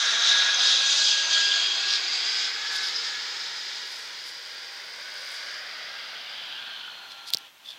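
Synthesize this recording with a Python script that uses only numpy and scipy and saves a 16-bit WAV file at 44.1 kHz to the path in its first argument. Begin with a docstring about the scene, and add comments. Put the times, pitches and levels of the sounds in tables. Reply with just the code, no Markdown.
"""A jet airliner passes over a rooftop and recedes: exhaust roar with fan whine and hiss on top.
Turbulent air makes it flutter and roughens the tones; a reflection off the roof sweeps the roar.
We listen from a hand-held phone: skin rubs the case and a fingertip drags over the glass. Near the end
it swings down behind a wall, the jet ducks and the case clicks. A faint far hum sits underneath."""
import sys
import numpy as np
from scipy import signal
from scipy.fft import rfft, irfft, next_fast_len
from scipy.io import wavfile

SR = 44100
rng = np.random.default_rng(int(sys.argv[2]) if len(sys.argv) > 2 else 0)


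def log_audio(samples):
    """Write samples as a 16-bit WAV file to the path given in sys.argv[1]."""
    # one column per channel
    frames = np.atleast_2d(samples).T
    # limit to full scale, then quantise
    limited = np.clip(frames, -1, 1)
    pcm = np.round(limited * 32767).astype(np.int16)
    wavfile.write(sys.argv[1], SR, pcm)


N = 343098
TIME = np.arange(N) / SR
TICKS = TIME[::64]   # control-rate clock
BAND_EDGES_HZ = 22 * 2 ** np.arange(0, 9.6, 1 / 6)   # sixth-octave bands
BAND_CENTRES_HZ = np.sqrt(BAND_EDGES_HZ[1:] * BAND_EDGES_HZ[:-1])
HIGH_CUT_HZ = 15800

# low body of the jet, before trim: (time [s], exhaust roar [dB], engine core [dB])
BODY_LEVELS = [(0, -43, -30), (0.35, -41.5, -29), (0.95, -44.5, -36), (1.6, -45.5, -33.5),
               (2.3, -48.5, -37), (3, -48.5, -37), (4.4, -55.5, -45), (5.7, -52, -41), (6.5, -52.5, -43),
               (7.24, -56.5, -51.5)]
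# fan and airframe hiss: (time [s], level [dB])
HISS_LEVEL = [(0.0, -21), (0.14, -24), (0.29, -19), (0.56, -23), (0.65, -18.5), (0.8, -22), (0.96, -23),
              (1.08, -20), (1.28, -27), (1.34, -22), (1.98, -29), (2.46, -28), (2.52, -31.5), (3.06, -30),
              (3.24, -32.5), (3.76, -34.5), (4.04, -38), (4.86, -41), (5.54, -37), (5.64, -40), (6.48, -38),
              (6.8, -38.5), (7.04, -45), (7.22, -45.5)]
# top end, dulled by the air as the jet recedes: (time [s], level relative to the hiss [dB])
TOP_LEVEL = [(0, -8), (.4, -14), (1.05, -7), (1.25, -11), (5.5, -12.5), (6.7, -21), (7.24, -13)]
# borders of the roar, core, hiss and top zones: (frequency [Hz])
ZONE_EDGES_HZ = [0, 1100, 2800, 5600, 22000]
# colour of the jet from five sides, shaping each zone: (frequency [Hz], relative density [dB])
FRONT_COLOUR = [(120, -42), (260, -27), (420, -24.5), (680, -14.5), (850, -15.5), (1120, -13), (1400, -1),
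                (1900, -6), (2950, -8.5), (3450, 1), (3900, 7.5), (4350, -7), (6300, -3.5), (7700, -22),
                (9600, -29.5), (11000, -43)]
BELLY_COLOUR = [(120, -41), (270, -26.5), (420, -18.5), (1100, -14.5), (1480, -7), (1980, -12.5),
                (2650, -2.5), (3450, 6.5), (4100, 5.5), (4750, 6.5), (5600, -6.5), (6400, 4), (7500, -9),
                (10000, -38.5)]
FLANK_COLOUR = [(130, -21), (250, -16), (420, -13), (650, -11.5), (900, -7.5), (1150, -5), (1600, 2.5),
                (2200, 1.5), (2800, -6), (3800, 0), (4300, -2), (5000, 0.5), (5700, -10.5), (7000, -15),
                (10000, -42)]
QUARTER_COLOUR = [(130, -26), (300, -15), (620, -8), (1050, -10.5), (1600, -2), (2150, 1.5), (2600, -8),
                  (3200, -1.5), (4200, -4.5), (4900, 0.5), (5900, -13.5), (7500, -26), (10000, -35.5)]
REAR_COLOUR = [(130, -24), (450, -13.5), (850, -11), (1150, -6), (1550, -5), (1900, -6), (2450, -5.5),
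               (3250, 4), (3850, -2.5), (4280, -5), (5600, -17), (7000, -30), (10000, -37)]
# when each of those sides faces the listener: (time [s])
FACING_TIMES = [.4, 1.5, 3.102, 5.5, 6.599]
# eddies on the sound path: (time [s], strength [ratio])
EDDY_STRENGTH = [(0, 1.0), (3, 0.71), (3.6, 0.23)]
# the roof reflection lags by one cycle of this frequency: (time [s], comb spacing [Hz])
ROOF_COMB = [(0, 226), (.6, 242), (1.45, 345), (3, 440), (4.7, 500), (5.4, 565), (6.7, 830)]

# blade-passing tone of the faster fan: (time [s], pitch [Hz])
FAN_PITCH = [(.5, 1658), (1.45, 1634), (1.85, 1644), (2.6, 1686), (3.3, 1688), (3.85, 1673), (4.5, 1630),
             (5.1, 1636), (6, 1612), (6.7, 1590)]
# its overtones, relative to the hiss: (time [s], second harmonic [dB], third harmonic [dB])
FAN_OVERTONES = [(0, -10.5, -19), (1.35, -7, -8), (1.55, 1.5, -7), (1.85, -7, -7), (2, -12, -7),
                 (2.45, -8.5, -7), (2.9, -17, -8.5), (3.8, -21, -6), (5.8, -20, -3), (6.5, -12, -8),
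                 (6.8, -18, -28)]
# lower whine of the slower fan: (time [s], pitch [Hz])
WHINE_PITCH = [(2.3, 1540), (2.8, 1536), (3.2, 1514), (5.1, 1498), (6.3, 1486), (6.9, 1440)]
# flares of the fan tone, its third harmonic and the whine: (time [s], half-length [s], added level [dB])
FAN_TONE_FLARES = [(.38, .055, -30.5), (.49, 0.045, -27), (.69, 0.035, -36), (.85, 0.035, -33),
                   (1, 0.03, -38), (1.18, 0.052, -31.5), (1.45, 0.115, -32.5), (1.92, 0.06, -38.5),
                   (2.76, 0.11, -39.5), (3.18, 0.04, -38.5), (5.42, .15, -53), (5.92, .06, -53),
                   (6.64, .12, -52)]
FAN_THIRD_FLARES = [(.65, .07, -34), (1.08, .035, -26), (2.86, .025, -37), (2.98, .022, -31),
                    (3.07, 0.02, -33)]
WHINE_TONE_FLARES = [(2.4, 0.13, -42), (2.8, 0.088, -40), (5.5, 0.48, -48), (6.85, 0.23, -49)]
# compressor whistle, beamed forwards: (time [s], pitch [Hz], level [dB])
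COMPRESSOR_WHISTLE = [(0, 6240, -36.5), (1.5, 6190, -36), (2, 6220, -54), (3, 6330, -77)]
# distance scatters tones into rough bands: (time [s], skirt boost [dB], relative width [ratio])
TONE_SCATTER = [(0, -3, 1.1), (1.5, -5, .8), (3.2, -7.5, 1.0), (4.3, -7, 2.3), (7, 4, 2)]
# engine howls: (time [s], half-length [s], centre [Hz], glide [Hz/s], width [Hz], level [dB])
ENGINE_HOWLS = [(.85, 0.39, 2660, 0.5, 450, -35.5), (1.479, 0.21, 4760, 399, 200, -37),
                (2.259, 0.2, 4890, 798.5, 420, -29), (2.28, 0.29, 2197, -200, 380, -38),
                (5.558, .08, 1610, -300, 280, -42), (6.481, 0.11, 3180, -1300, 417, -40),
                (6.802, 0.11, 3080, -59, 150, -42), (6.978, 0.32, 4250, -300, 220, -48)]
# the wall ducks the jet and the far hum: (time [s], gain [dB])
WALL_SHADOW = [(7.24, -2.5), (7.47, -6), (7.52, -19), (7.58, -15.5), (7.72, -5)]

# clicks of the case: (time [s], ring peak [dB], ring pitch [Hz], bright edge relative to the ring [dB])
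CASE_CLICKS = [(7.304, -21, 3900, -1), (7.3363, -4, 4070, -5.5), (7.3466, -6, 4660, -11),
               (7.3713, -16.5, 4900, -7), (7.385, -38, 5200, 10.5)]
# hand strokes on the case: (time [s], half-length [s], rub [dB], squeak [dB], fine rustle [dB])
HAND_STROKES = [(1.931, 0.036, -22, -45, -67), (2.752, 0.024, -33, -60, -49),
                (2.866, 0.035, -30.5, -48, -52.5), (3.965, 0.081, -55, -73, -55.5),
                (4.282, .022, -43.5, -70, -52.5), (5.333, 0.042, -42.5, -70, -56),
                (7.118, 0.0088, -43.5, -47, -60), (7.284, 0.011, -36.5, -51, -48),
                (7.34, 0.0079, -34, -39, -42), (7.703, 0.027, -46, -42, -60)]
# colours of the rub and its fine rustle: (frequency [Hz], relative density [dB])
SKIN_RUB_COLOUR = [(1500, -8), (2600, -6), (3600, 6.5), (5000, 8.5), (6300, -7), (8000, -20), (15000, -54)]
SKIN_RUSTLE_COLOUR = [(4000, -26), (7000, 9), (13500, 0), (16000, -21)]
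# fingertip dragging over the glass: (time [s], level [dB])
DRAG_LEVEL = [(2.6, -75), (4.3, -62.5), (4.8, -63.5), (5.3, -56), (5.7, -73)]
# resonances of the glass: (frequency [Hz], width [Hz], relative gain [dB])
GLASS_MODES = [(8450, 320, 4), (9400, 600, -0.5), (13780, 750, -6)]

# lines of the far hum: (pitch [Hz], level [dB])
HUM_LINES = [(800, -64), (918, -63.5)]
# the air brings a far drone near: (time [s], half-length [s], level [dB])
FAR_DRONE_SWELLS = [(4.65, .22, -58), (7.26, .18, -50.5)]
# background noise bed: (frequency [Hz], relative density [dB])
BED_COLOUR = [(25, -16), (90, -1.5), (3000, 9.5), (10000, -5.5), (13000, -2), (16000, -5)]


def jet_noise(flutter_db, patchy_db, roar_trim_db, core_trim_db):
    """Mixing noise whose colour turns with the aircraft; eddies on the path shake the treble most."""
    roar, core = automation(BODY_LEVELS, TICKS)
    hiss, = automation(HISS_LEVEL, TICKS)
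    top, = automation(TOP_LEVEL, TICKS)
    eddies, = automation(EDDY_STRENGTH, TICKS)
    sides = (FRONT_COLOUR, BELLY_COLOUR, FLANK_COLOUR, QUARTER_COLOUR, REAR_COLOUR)
    sides_db = np.array([colour_at(side, BAND_CENTRES_HZ) for side in sides])
    gains = from_db([np.interp(TICKS, FACING_TIMES, db) for db in sides_db.T])
    gains *= np.sqrt(BAND_CENTRES_HZ)[:, None]   # wider bands carry more power
    # each zone shares its level among its own bands
    zone = np.digitize(BAND_CENTRES_HZ, ZONE_EDGES_HZ) - 1
    for k, zone_db in enumerate((roar + roar_trim_db, core + core_trim_db, hiss, hiss + top)):
        gains[zone == k] *= from_db(zone_db) / np.linalg.norm(gains[zone == k], axis=0)
    shared_flutter = flutter_db * drift(3.8, TICKS)
    white = rng.standard_normal((2, N))
    out = np.zeros(N)
    for k in np.flatnonzero((BAND_CENTRES_HZ > 110) & (BAND_CENTRES_HZ < 11000)):
        depth = eddies * np.sqrt(BAND_CENTRES_HZ[k] / 4000)
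        shake_db = depth * (shared_flutter + patchy_db * drift(15.6, TICKS))
        noise = rms_one(band(white[k % 2], BAND_EDGES_HZ[k], BAND_EDGES_HZ[k + 1]))
        out += noise * np.interp(TIME, TICKS, gains[k] * from_db(shake_db))
    return out


def roof_reflection(direct, share, dull_hz):
    """The roof adds a dull, late copy; the comb sweeps upwards as the angle changes."""
    comb_hz, = automation(ROOF_COMB)
    dull = signal.sosfiltfilt(signal.butter(1, dull_hz, fs=SR, output="sos"), direct)
    return direct + share * np.interp(TIME - 1 / comb_hz, TIME, dull)


def engine_tones(turn_away_db_per_s):
    """Spinning blades: three ever rougher fan harmonics, the slower fan's whine, the compressor whistle."""
    fan_hz, = automation(FAN_PITCH)
    whine_hz, = automation(WHINE_PITCH)
    whistle_hz, whistle_db = automation(COMPRESSOR_WHISTLE)
    _, core_db = automation(BODY_LEVELS)
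    hiss_db, = automation(HISS_LEVEL)
    second_db, third_db = automation(FAN_OVERTONES)
    # the fan tone sinks under the core as the intake points away
    fan_db = core_db - 5 - turn_away_db_per_s * TIME + 2.5 * drift(12)
    fan_gain = from_db(fan_db) + flares(FAN_TONE_FLARES)
    third_gain = from_db(hiss_db + third_db) + flares(FAN_THIRD_FLARES)
    whine_gain = from_db(core_db - 18.5) + flares(WHINE_TONE_FLARES)
    out = fan_gain * scattered_tone(fan_hz, skirt_db=-5.5, spread_hz=49)
    out += from_db(hiss_db + second_db) * scattered_tone(2 * fan_hz, skirt_db=4.5, spread_hz=41)
    out += third_gain * scattered_tone(3 * fan_hz, skirt_db=7, spread_hz=75, fade_db=1)
    out += whine_gain * scattered_tone(whine_hz, skirt_db=2.5, spread_hz=33)
    out += from_db(whistle_db) * scattered_tone(whistle_hz, skirt_db=12, spread_hz=60, swirl_depth=1.2)
    return band(out, 220, HIGH_CUT_HZ, order=2)


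def scattered_tone(hz, skirt_db, spread_hz, fade_db=1.8, swirl_depth=1.0):
    """Turbulent air makes a tone waver and fade in a noisy skirt; distance scales its level and spread."""
    boost_db, widening = automation(TONE_SCATTER)
    phase = 2 * np.pi * np.cumsum(hz * (1 + 0.001566 * drift(8.92))) / SR
    warped_time = np.cumsum(widening) / widening.sum() * TIME[-1]   # a faster clock widens the skirt
    skirt = drift(spread_hz, warped_time) * np.cos(phase) + drift(spread_hz, warped_time) * np.sin(phase)
    # small eddies throw part of the skirt into broad sidebands
    swirl = rms_one(band(rng.standard_normal(N), spread_hz / 2, 5.4 * spread_hz, order=2))
    skirt = rms_one(skirt * (1 + swirl_depth * swirl))
    share = from_db(skirt_db + boost_db)
    blend = (np.sqrt(2) * np.sin(phase) + share * skirt) / np.sqrt(1 + share ** 2)
    return blend * from_db(fade_db * drift(7.8))


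def engine_howls():
    """Breathy narrow bands of engine noise poke out for a moment and glide as the aircraft turns."""
    out = np.zeros(N)
    for time, half_length, hz, glide, width_hz, db in ENGINE_HOWLS:
        phase = 2 * np.pi * np.cumsum(hz + glide * (TIME - time)) / SR
        lowpass = signal.butter(2, width_hz / 2, fs=SR, output="sos")
        breath = signal.sosfilt(lowpass, rng.standard_normal((2, N)))
        howl = rms_one(breath[0] * np.cos(phase) + breath[1] * np.sin(phase))
        out += from_db(db) * swell(time, half_length, edge=4) * howl
    return out


def hand_rubs(grain_db):
    """Skin slides on the case in short grainy strokes, some with a squeak."""
    rub, rustle = coloured_noise(SKIN_RUB_COLOUR), coloured_noise(SKIN_RUSTLE_COLOUR)
    squeak = rms_one(band(rng.standard_normal(N), 3340, 3600, order=2))
    out = np.zeros(N)
    for time, half_length, rub_db, squeak_db, rustle_db in HAND_STROKES:
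        stroke = from_db(rub_db) * rub + from_db(squeak_db) * squeak + from_db(rustle_db) * rustle
        out += swell(time, half_length) * stroke
    return out * rms_one(from_db(grain_db * drift(94)))


def case_clicks(width_hz, thump_s, thump_db):
    """The case snaps with a ring of a few cycles and a bright edge, and settles with a soft thump."""
    out = np.zeros(N)
    impulse = signal.unit_impulse(2048)
    edge = peak_one(band(impulse, 7900, 14800, order=2))
    for time, db, hz, edge_db in CASE_CLICKS:
        ring = peak_one(band(impulse, hz - width_hz / 2, hz + width_hz / 2, order=2))
        start = round(time * SR)
        out[start:start + len(ring)] += from_db(db) * (ring + from_db(edge_db) * edge)
    thump = peak_one(band(impulse, 110, 870))
    start = round(thump_s * SR)
    out[start:start + len(thump)] += from_db(thump_db) * thump
    return out


def finger_drag(start_slips_per_s, slowing_per_s2, decay_s, uneven_db):
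    """A slowing fingertip sticks and slips; each slip is a short rasp in the resonances of the glass."""
    level_db, = automation(DRAG_LEVEL)
    start, end = DRAG_LEVEL[0][0], DRAG_LEVEL[-1][0]
    touching = (TIME > start) & (TIME < end)
    slips_per_s = start_slips_per_s - slowing_per_s2 * (TIME - start)
    slip_count = np.cumsum(slips_per_s * (1 + 0.097 * drift(34))) / SR
    since_slip = slip_count % 1 / slips_per_s
    rasp = rng.standard_normal(N) * np.exp(-since_slip / decay_s) * from_db(uneven_db * drift(30))
    glass = sum(from_db(db) * band(rasp, hz - width / 2, hz + width / 2, order=1)
                for hz, width, db in GLASS_MODES)
    return touching * from_db(level_db) * rms_one(glass)


def far_hum(drone_hz):
    """Faint unsteady lines come and go on the air, and a steadier drone swells twice."""
    lines = sum(from_db(db) * np.sin(2 * np.pi * hz * TIME + drift(6.1)) * drift(2.5)
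                for hz, db in HUM_LINES)
    drone = flares(FAR_DRONE_SWELLS) * np.sin(2 * np.pi * drone_hz * TIME + .5 * drift(57))
    return np.sqrt(2) * (lines + drone)


def coloured_noise(colour):
    """Steady noise at rms 1, rolled off below the first point of its colour."""
    size = next_fast_len(N)
    hz = np.maximum(np.fft.rfftfreq(size, 1 / SR), 1)
    low_cut = np.minimum(hz / colour[0][0], 1) ** 2
    spectrum = rfft(rng.standard_normal(size)) * from_db(colour_at(colour, hz)) * low_cut
    return rms_one(irfft(spectrum, size)[:N])


def swell(time, half_length, edge=2):
    """A smooth rise and fall of height 1; a higher edge gives a flatter top and steeper sides."""
    return np.exp(-.5 * np.abs((TIME - time) / half_length) ** edge)


def flares(rows):
    """Envelope that flares up now and then, holds and drops out."""
    return sum(from_db(db) * swell(time, half_length, edge=4) for time, half_length, db in rows)


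def drift(rate_hz, at=TIME):
    """Smooth random modulation, rms about 1, rolling off above rate_hz."""
    pole = np.exp(-2 * np.pi * rate_hz * TICKS[1])
    slow = signal.lfilter([1], [1, -2 * pole, pole * pole], rng.standard_normal(2 * len(TICKS)))
    return np.interp(at, TICKS, rms_one(slow[len(TICKS):]))


def automation(rows, at=TIME):
    """One curve over time for each value column of a table."""
    times, *columns = np.transpose(rows)
    return [np.interp(at, times, column) for column in columns]


def colour_at(colour, hz):
    """Read a colour in dB along a log-frequency axis."""
    points_hz, db = np.transpose(colour)
    return np.interp(np.log(hz), np.log(points_hz), db)


def band(x, low, high, order=3):
    """Butterworth band-pass."""
    sos = signal.butter(order, [low, min(high, .45 * SR)], "band", fs=SR, output="sos")
    return signal.sosfilt(sos, x)


def from_db(db):
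    """Decibels to gain."""
    return 10 ** (np.asarray(db) / 20)


def rms_one(x):
    """Normalise to rms 1."""
    return x / np.sqrt(np.mean(x ** 2) + 1e-20)


def peak_one(x):
    """Normalise to peak 1."""
    return x / abs(x).max()


def scene():
    """Jet and far hum duck behind the wall; handling and noise bed stay clear of it. Dual mono."""
    jet = jet_noise(flutter_db=1.0, patchy_db=1.5, roar_trim_db=1, core_trim_db=1.22)
    aircraft = roof_reflection(jet, share=.42, dull_hz=1970)
    aircraft += engine_tones(turn_away_db_per_s=1.15) + engine_howls()
    handling = hand_rubs(grain_db=2.5) + case_clicks(width_hz=1420, thump_s=7.349, thump_db=-33.5)
    handling += finger_drag(start_slips_per_s=96, slowing_per_s2=9, decay_s=0.00096, uneven_db=0.5)
    hum = far_hum(drone_hz=1377)
    bed = from_db(-56) * coloured_noise(BED_COLOUR)
    shadow_db, = automation(WALL_SHADOW)
    mono = from_db(shadow_db) * (aircraft + hum) + handling + bed
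    return np.array([mono, mono])


def record(dry):
    """A steep high cut on the whole mix."""
    return signal.sosfilt(signal.ellip(10, .2, 80, HIGH_CUT_HZ, fs=SR, output="sos"), dry)


dry = scene()
out = record(dry)
log_audio(out)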